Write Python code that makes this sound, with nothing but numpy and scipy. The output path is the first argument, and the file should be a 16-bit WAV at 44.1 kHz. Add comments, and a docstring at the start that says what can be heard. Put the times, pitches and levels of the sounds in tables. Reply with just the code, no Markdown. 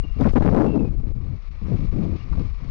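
"""A far rocket launch at night, heard on open ground through a microphone on the left channel.
It opens with a deep rumble, a faint hiss and a thin high whistle. From 0.2 s, strong gusts of swirling
air beat on the microphone and overload it into a crackle of sharp pops. Near 0.7 s they ease and the
whistle returns. After a lull around 1.5 s come weaker gusts, one more short whistle and a last few pops."""
import sys
import numpy as np
from scipy import signal
from scipy.fft import rfft, irfft
from scipy.io import wavfile
from scipy.ndimage import uniform_filter1d, map_coordinates

SR = 44100
rng = np.random.default_rng(int(sys.argv[2]) if len(sys.argv) > 2 else 0)


def persist_wave(psi):
    """Save psi, clipped to +-1, as 16-bit WAV."""
    counts = np.round(np.clip(psi, -1, 1) * 32767).astype(np.int16)
    wavfile.write(sys.argv[1], SR, np.atleast_2d(counts).T)


N = 119070  # 2.7 s
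T = np.arange(N) / SR

# A spectrum says how strong low and high pitches are, compared with each other.
# loudness of the far hiss: time_s, level_db
HISS_LOUDNESS = [(0, -49), (.17, -52.5), (.23, -36.5), (.4, -39), (.6, -45.5), (.9, -54.5), (1.1, -55),
                 (1.2, -54.5), (1.5, -52), (1.72, -46.5), (2.0, -46.5), (2.27, -47.5), (2.37, -43.5),
                 (2.5, -49.5), (2.7, -49)]
# spectrum of the hiss: pitch_hz, level_db
HISS_SPECTRUM = [(200, 2), (500, 0), (900, -3.5), (1180, 6), (1450, -7.5), (1800, -6), (2300, 0),
                 (3100, -12), (4200, -10), (5400, -15), (6500, -24), (7800, -40), (11000, -60.5)]
# thin whistles, one list of points each: time_s, pitch_hz, level_db
WHISTLE_CURVES = [
    [(.005, 2770, -44), (.025, 2814, -62.5), (.044, 2830, -39.5), (.066, 2790, -59.5), (.08, 2810, -50),
     (.1, 2785, -47.5), (.12, 2790, -58), (.19, 2740, -52)],
    [(.66, 2690, -47), (.718, 2723, -46), (.753, 2694, -46), (.775, 2680, -66), (.797, 2640, -47.5),
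     (.835, 2512, -56.5), (.87, 2510, -50), (.92, 2450, -71)],
    [(2.185, 2840, -69.5), (2.208, 2850, -50.5), (2.225, 2795, -59.5), (2.25, 2850, -61)],
]
# loudness of the rumble: time_s, level_db
RUMBLE_LOUDNESS = [(0, -4), (.04, -30.5), (.10, -12), (.16, -27.5), (.23, -11.5), (.34, -12.5), (.42, -7),
                   (.55, -11.5), (.68, -29.5), (.8, -19), (.97, -15.5), (1.15, -17.5), (1.33, -33.5),
                   (1.41, -28), (1.53, -23.5), (1.6, -26.5), (1.65, -17.5), (1.70, -37), (1.77, -21.5),
                   (1.9, -13), (2.14, -30), (2.22, -30.5), (2.31, -16), (2.38, -17.5), (2.48, -16),
                   (2.58, -25), (2.7, -22.5)]
# spectrum of the rumble: pitch_hz, level_db
RUMBLE_SPECTRUM = [(8, -1), (18, 1), (29, 3.5), (43, 0.5), (68, -11.5), (120, -23), (300, -50),
                   (1000, -100)]
# restless air between the gusts: time_s, level_db
BREEZE_LOUDNESS = [(0, -26), (.05, -33), (.1, -30), (.14, -37), (.2, -23.5), (.5, -20.5), (.86, -25.5),
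                   (1.0, -27), (1.13, -30.5), (1.36, -28), (1.40, -40), (1.5, -37), (1.59, -40),
                   (1.64, -28), (1.85, -28), (2.15, -29.5), (2.27, -30), (2.46, -28), (2.51, -32),
                   (2.57, -45), (2.62, -27.5), (2.7, -28.5)]
# gusts, and how fast their eddies (small swirls of air) pass: start_s, length_s, level_db, rate_hz
AIR_GUSTS = [(0.034, 0.02, -31, 193.6), (.163, 0.014, -21.5, 125.5), (0.194, 0.0078, -11.5, 217.7),
             (0.208, 0.017, -5.5, 190.3), (0.249, 0.02575, -6, 201.1), (0.304, .018, -16.5, 180.6),
             (0.33, 0.0082, -12, 220.7), (0.36, .022, -6.5, 264), (0.405, 0.02, -6.5, 292.3),
             (0.441, 0.0278, -6.5, 212.4), (0.463, 0.031, -3.5, 249.3), (0.502, .014, -12, 190.4),
             (0.517, 0.019, -6, 203.8), (0.545, 0.017, -7, 298.4), (0.567, 0.0553, -8, 290.1),
             (0.621, 0.06, -12, 274.6), (0.687, 0.02, -16, 268.3), (0.726, 0.011, -17, 218.4),
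             (0.743, 0.038, -15.5, 249.6), (0.791, 0.031, -17.5, 225), (0.83, 0.024, -17, 214.8),
             (0.857, 0.029, -24, 195.7), (0.907, 0.051, -28, 169.1), (0.977, 0.023, -27.5, 159.4),
             (1.033, 0.084, -27, 163), (1.153, 0.03, -26.5, 124.7), (1.203, .15, -27.5, 100.5),
             (1.517, .05, -41.5, 138.3), (1.615, 0.052, -24, 116.8), (1.682, 0.04, -26, 214.8),
             (1.718, 0.04, -19, 190), (1.785, 0.069, -20.5, 133.8), (1.925, 0.028, -18.5, 130),
             (1.958, .11, -18, 173.3), (2.075, 0.041, -21.5, 149.1), (2.12, .04, -21, 160.1),
             (2.238, 0.04, -30.5, 121.7), (2.310, 0.029, -21.5, 100.3), (2.342, 0.04, -23.5, 145.8),
             (2.378, 0.04, -20, 174.7), (2.42, 0.046, -26.5, 111.2)]
# spectrum of eddies passing at EDDY_BASE_HZ: pitch_hz, level_db
EDDY_SPECTRUM = [(30, -6), (100, -3), (190, -2), (270, -7), (400, -12.5), (600, -23), (900, -35),
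                 (1500, -70.5), (3000, -88), (8000, -120)]
# spectrum of the finer, brighter rush of air: pitch_hz, level_db
RUSH_SPECTRUM = [(60, -3), (200, -0.5), (400, -3.5), (700, -13), (1200, -21), (2400, -39), (5000, -43),
                 (9000, -61)]
# buffets, short runs of swirls: start_s, length_s, level_db, first_rate_hz, last_rate_hz
BUFFET_RUNS = [(.209, 0.016, -4, 220, 278), (.254, .026, -2.5, 215, 273), (.357, .022, 0, 225, 237),
               (0.445, .05, -5.5, 200, 247.7), (.566, .05, -7.5, 260, 296.1), (.756, .025, -10, 240, 227.3),
               (0.789, 0.042, -13, 235, 232.7), (1.25, 0.13, -25, 78, 80), (1.698, 0.023, -16.5, 190, 194),
               (1.718, .036, -9, 144.6, 92), (2.119, .045, -19.5, 77.86, 68),
               (2.311, 0.03, -13.5, 50, 60.8), (2.37, 0.039, -15.5, 72, 94.7)]
# single jolts of pressure: start_s, length_s, level_db, direction (1 pushes, -1 pulls)
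PRESSURE_POPS = [(0.193, 0.0075, -8, 1), (0.24, 0.0084, 1.5, -1), (0.2483, 0.0033, -5.5, 1),
                 (0.275, 0.013, -6, 1), (0.299, 0.0061, 5, -1), (.320, 0.0097, 2, 1), (.335, 0.011, -4, -1),
                 (0.351, 0.01, -1.5, 1), (0.385, 0.0057, -10.5, -1), (0.398, 0.004, -12, 1),
                 (0.798, .002, -11.5, -1), (0.939, 0.0045, -8, -1), (1.032, 0.002, -15, -1),
                 (1.146, 0.0095, -17.5, 1), (1.433, .008, -26.5, -1), (1.506, 0.016, -18, -1),
                 (1.628, 0.0073, -18.5, 1), (1.667, .002, -5, -1), (1.766, 0.021, -15.5, -1),
                 (2.315, 0.0045, -7, 1), (2.365, 0.0061, -6, -1), (2.382, 0.0068, -6.5, 1),
                 (2.448, 0.0058, -13, 1), (2.504, 0.012, -20, 1)]
# brief dips in level (a negative depth is a lift): middle_s, half_length_s, depth_db
LEVEL_DIPS = [(0.008, 0.021, 4.5), (0.311, 0.0011, 7.5), (0.718, 0.0027, -7), (0.785, 0.0028, 4.5),
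              (0.93, 0.0024, 3.5), (0.961, .007, 8), (1.049, 0.0045, 14), (1.062, .004, 7),
              (1.139, 0.0092, 19), (1.503, 0.0092, 9), (1.649, 0.016, 0.5), (2.349, 0.0026, 9)]
# short rasps in the overload: middle_s, half_length_s, level_db, pitch_hz, half_width_octaves
OVERLOAD_RASPS = [(0.211, 0.0021, -41, 3470, 0.46), (0.227, 0.0018, -46, 2380, 0.71),
                  (0.246, 0.0022, -30.5, 1360, 0.56), (0.306, 0.011, -45.5, 1380, 0.58),
                  (0.324, 0.0012, -50, 2200, 1.2), (0.336, 0.014, -56.5, 2330, 1.3),
                  (0.436, 0.017, -38, 1100, 0.65), (1.67, .003, -41, 650, .8),
                  (2.332, 0.006, -36.5, 1101, 0.2)]
# spectrum of the overload's fizz: pitch_hz, level_db
FIZZ_SPECTRUM = [(700, 9), (1500, 2), (3000, -5), (5300, -9), (8000, -25), (10000, -16), (12000, -26.5)]


def from_db(db):
    """Turns decibels into a number to multiply by."""
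    return 10 ** (np.asarray(db) / 20)


def in_time(rows):
    """Joins a table's points with straight lines: one curve for each column after the time."""
    times, *columns = np.transpose(rows)
    return [np.interp(T, times, column) for column in columns]


def filtered(x, hz, kind, order=1):
    """Keeps the "low" pitches, the "high" ones or a "band"; a higher order cuts more steeply."""
    return signal.sosfilt(signal.butter(order, hz, kind, fs=SR, output="sos"), x)


def noise(spectrum, size=N):
    """Noise with the given spectrum and a typical swing of 1."""
    hz, db = np.transpose(spectrum)
    pitches = np.maximum(np.fft.rfftfreq(size, 1 / SR), 1)
    gains = from_db(np.interp(np.log(pitches), np.log(hz), db))
    x = irfft(rfft(rng.standard_normal(size)) * gains, size)
    return x / x.std()


def evened(x, share, span_s):
    """Takes a share of the chance ups and downs out of a noise's loudness; typical swing 1."""
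    width = max(int(span_s * SR), 2)
    power = np.abs(signal.hilbert(x)) ** 2
    smooth_power = uniform_filter1d(uniform_filter1d(power, width), width)
    x = x / (smooth_power + 1e-9) ** (share / 2)
    return x / x.std()


def wander(hz):
    """Smooth random movement up to about the given rate; typical swing 1."""
    x = filtered(filtered(rng.standard_normal(N), hz, "low"), hz, "low")
    return x / x.std()


def hiss():
    """A faint far hiss whose lower and upper parts each flicker on their own."""
    split_hz, flicker_db = 1700, 1.57
    parts = [filtered(noise(HISS_SPECTRUM), split_hz, kind, order=2) for kind in ("low", "high")]
    flickering = sum(part * from_db(flicker_db * wander(hz=30)) for part in parts)
    return from_db(in_time(HISS_LOUDNESS)[0]) * flickering


def whistles():
    """Thin, fluttering tones that drift in pitch, mostly downward."""
    waver_share, flutter_db = 0.006, 3.5
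    out = np.zeros(N)
    for curve in WHISTLE_CURVES:
        hz, db = in_time(curve)
        wavering_hz = hz * (1 + waver_share * wander(hz=130))
        tone = np.sin(2 * np.pi * np.cumsum(wavering_hz) / SR)
        sounding = (T > curve[0][0]) & (T < curve[-1][0])
        fade = uniform_filter1d(sounding.astype(float), size=300)
        out += from_db(db + flutter_db * wander(hz=130)) * fade * tone
    return out


def rumble():
    """The far rocket: slow, heavy, uneven swings of air pressure."""
    swings = evened(noise(RUMBLE_SPECTRUM), share=0.7, span_s=0.045)
    return from_db(in_time(RUMBLE_LOUDNESS)[0]) * swings


def wind():
    """Air sweeps eddies past the microphone; gusts sweep them faster and press harder."""
    EDDY_BASE_HZ = 200
    rise_cycles, fall_cycles = 1.093, 1.25  # counted in eddies, so slow gusts roll in and out softly
    breeze_hz, usual_db, octaves_per_db = 94.48, -28.5, 0.1339  # a louder breeze is also faster
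    breeze_db, = in_time(BREEZE_LOUDNESS)
    power = from_db(breeze_db) ** 2
    power_times_rate = power * breeze_hz * 2 ** (octaves_per_db * (breeze_db - usual_db))
    for start, length, db, hz in AIR_GUSTS:
        rise = np.clip((T - start) * hz / rise_cycles + 0.5, 0, 1)
        fall = np.exp(-np.maximum(T - start - length, 0) * hz / fall_cycles)
        gust_power = (from_db(db) * np.sin(np.pi / 2 * rise) ** 2 * fall) ** 2
        power += gust_power
        power_times_rate += gust_power * hz
    speed = power_times_rate / power / EDDY_BASE_HZ  # the strongest gust counts most
    level = np.sqrt(power)
    # Moving through a fixed pattern faster raises its pitch.
    pattern = noise(EDDY_SPECTRUM, size=2 * N)
    eddies = map_coordinates(pattern, [np.cumsum(speed)], order=3, mode="wrap")
    rush = from_db(-25) * level ** 0.45 * speed ** 1.62 * noise(RUSH_SPECTRUM)
    return level * evened(eddies, share=0.34, span_s=0.018) + rush


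def buffets():
    """Swirls shed in a row shake the microphone almost evenly; their rate glides and wobbles."""
    fade_s, wobble_share, wobble_hz, uneven_db = 0.0042, 0.16, 109.7, 2.5
    out = np.zeros(N)
    wobble = np.exp(wobble_share * wander(wobble_hz))
    for start, length, db, first_hz, last_hz in BUFFET_RUNS:
        hz = np.interp(T, [start, start + length], [first_hz, last_hz]) * wobble
        shake = np.sin(2 * np.pi * np.cumsum(hz) / SR)
        fade = np.clip(np.minimum(T - start, start + length - T) / fade_s + 0.5, 0, 1)
        out += from_db(db) * np.sin(np.pi / 2 * fade) ** 2 * shake
    return out * from_db(uneven_db * wander(wobble_hz))


def pops():
    """Jolts of pressure rise fast and fall back; strong ones push the microphone to its limit."""
    rise_s = 0.0023
    out = np.zeros(N)
    for start, length, db, direction in PRESSURE_POPS:
        age = np.maximum(T - start, 0)
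        rise = 1 - np.exp(-(age / rise_s) ** 2)
        fall = np.exp(-(age / length) ** 2)
        out += direction * from_db(db) * rise * fall
    return out


def dips():
    """A volume curve that dips briefly here and there, and lifts once."""
    dip_db = sum(depth * np.exp(-((T - middle) / half) ** 4) for middle, half, depth in LEVEL_DIPS)
    return from_db(-dip_db)


def rasps():
    """The grit of the overload: tiny bursts of noise at set times."""
    out = np.zeros(N)
    for middle, half_length, db, hz, octaves in OVERLOAD_RASPS:
        band_hz = [hz / 2 ** octaves, hz * 2 ** octaves]
        band = filtered(rng.standard_normal(N), band_hz, "band", order=2)
        grit = evened(band, share=0.76, span_s=half_length)
        out += from_db(db) * np.exp(-((T - middle) / half_length) ** 2) * grit
    return out


def overload(pressure):
    """The microphone flattens big swings and fizzes as it flips between its limits."""
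    limit, hardness = 0.33, 2.66
    flattened = pressure / (1 + np.abs(pressure / limit) ** hardness) ** (1 / hardness)
    steepness = uniform_filter1d(np.abs(np.gradient(flattened, axis=1)), size=60)
    flips = steepness ** 2.6  # the fastest flips fizz far more than the rest
    fizz = from_db(-54.5) * flips / flips[0].std() * noise(FIZZ_SPECTRUM)
    return flattened, fizz


def scene():
    """Air pressure at the left microphone; the idle right channel has only a trace of hiss."""
    left = rumble() + pops() + dips() * (wind() + buffets() + hiss() + whistles())
    right = from_db(-76) * noise(HISS_SPECTRUM)
    return np.array([left, right])


def record(dry):
    """The microphone overloads, then the very lowest and highest pitches are cut away."""
    treble_hz, treble_db, low_cut_hz, high_cut_hz = 2100, -1, 23, 11880
    flattened, fizz = overload(dry)
    lows = filtered(flattened, treble_hz, "low")
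    out = lows + from_db(treble_db) * (flattened - lows) + fizz
    out[0] += rasps()  # left channel only
    out = filtered(out, low_cut_hz, "high")  # this tilts the flat tops of the wave
    return signal.sosfilt(signal.cheby2(12, 70, high_cut_hz, fs=SR, output="sos"), out)


dry = scene()
out = record(dry)
persist_wave(out)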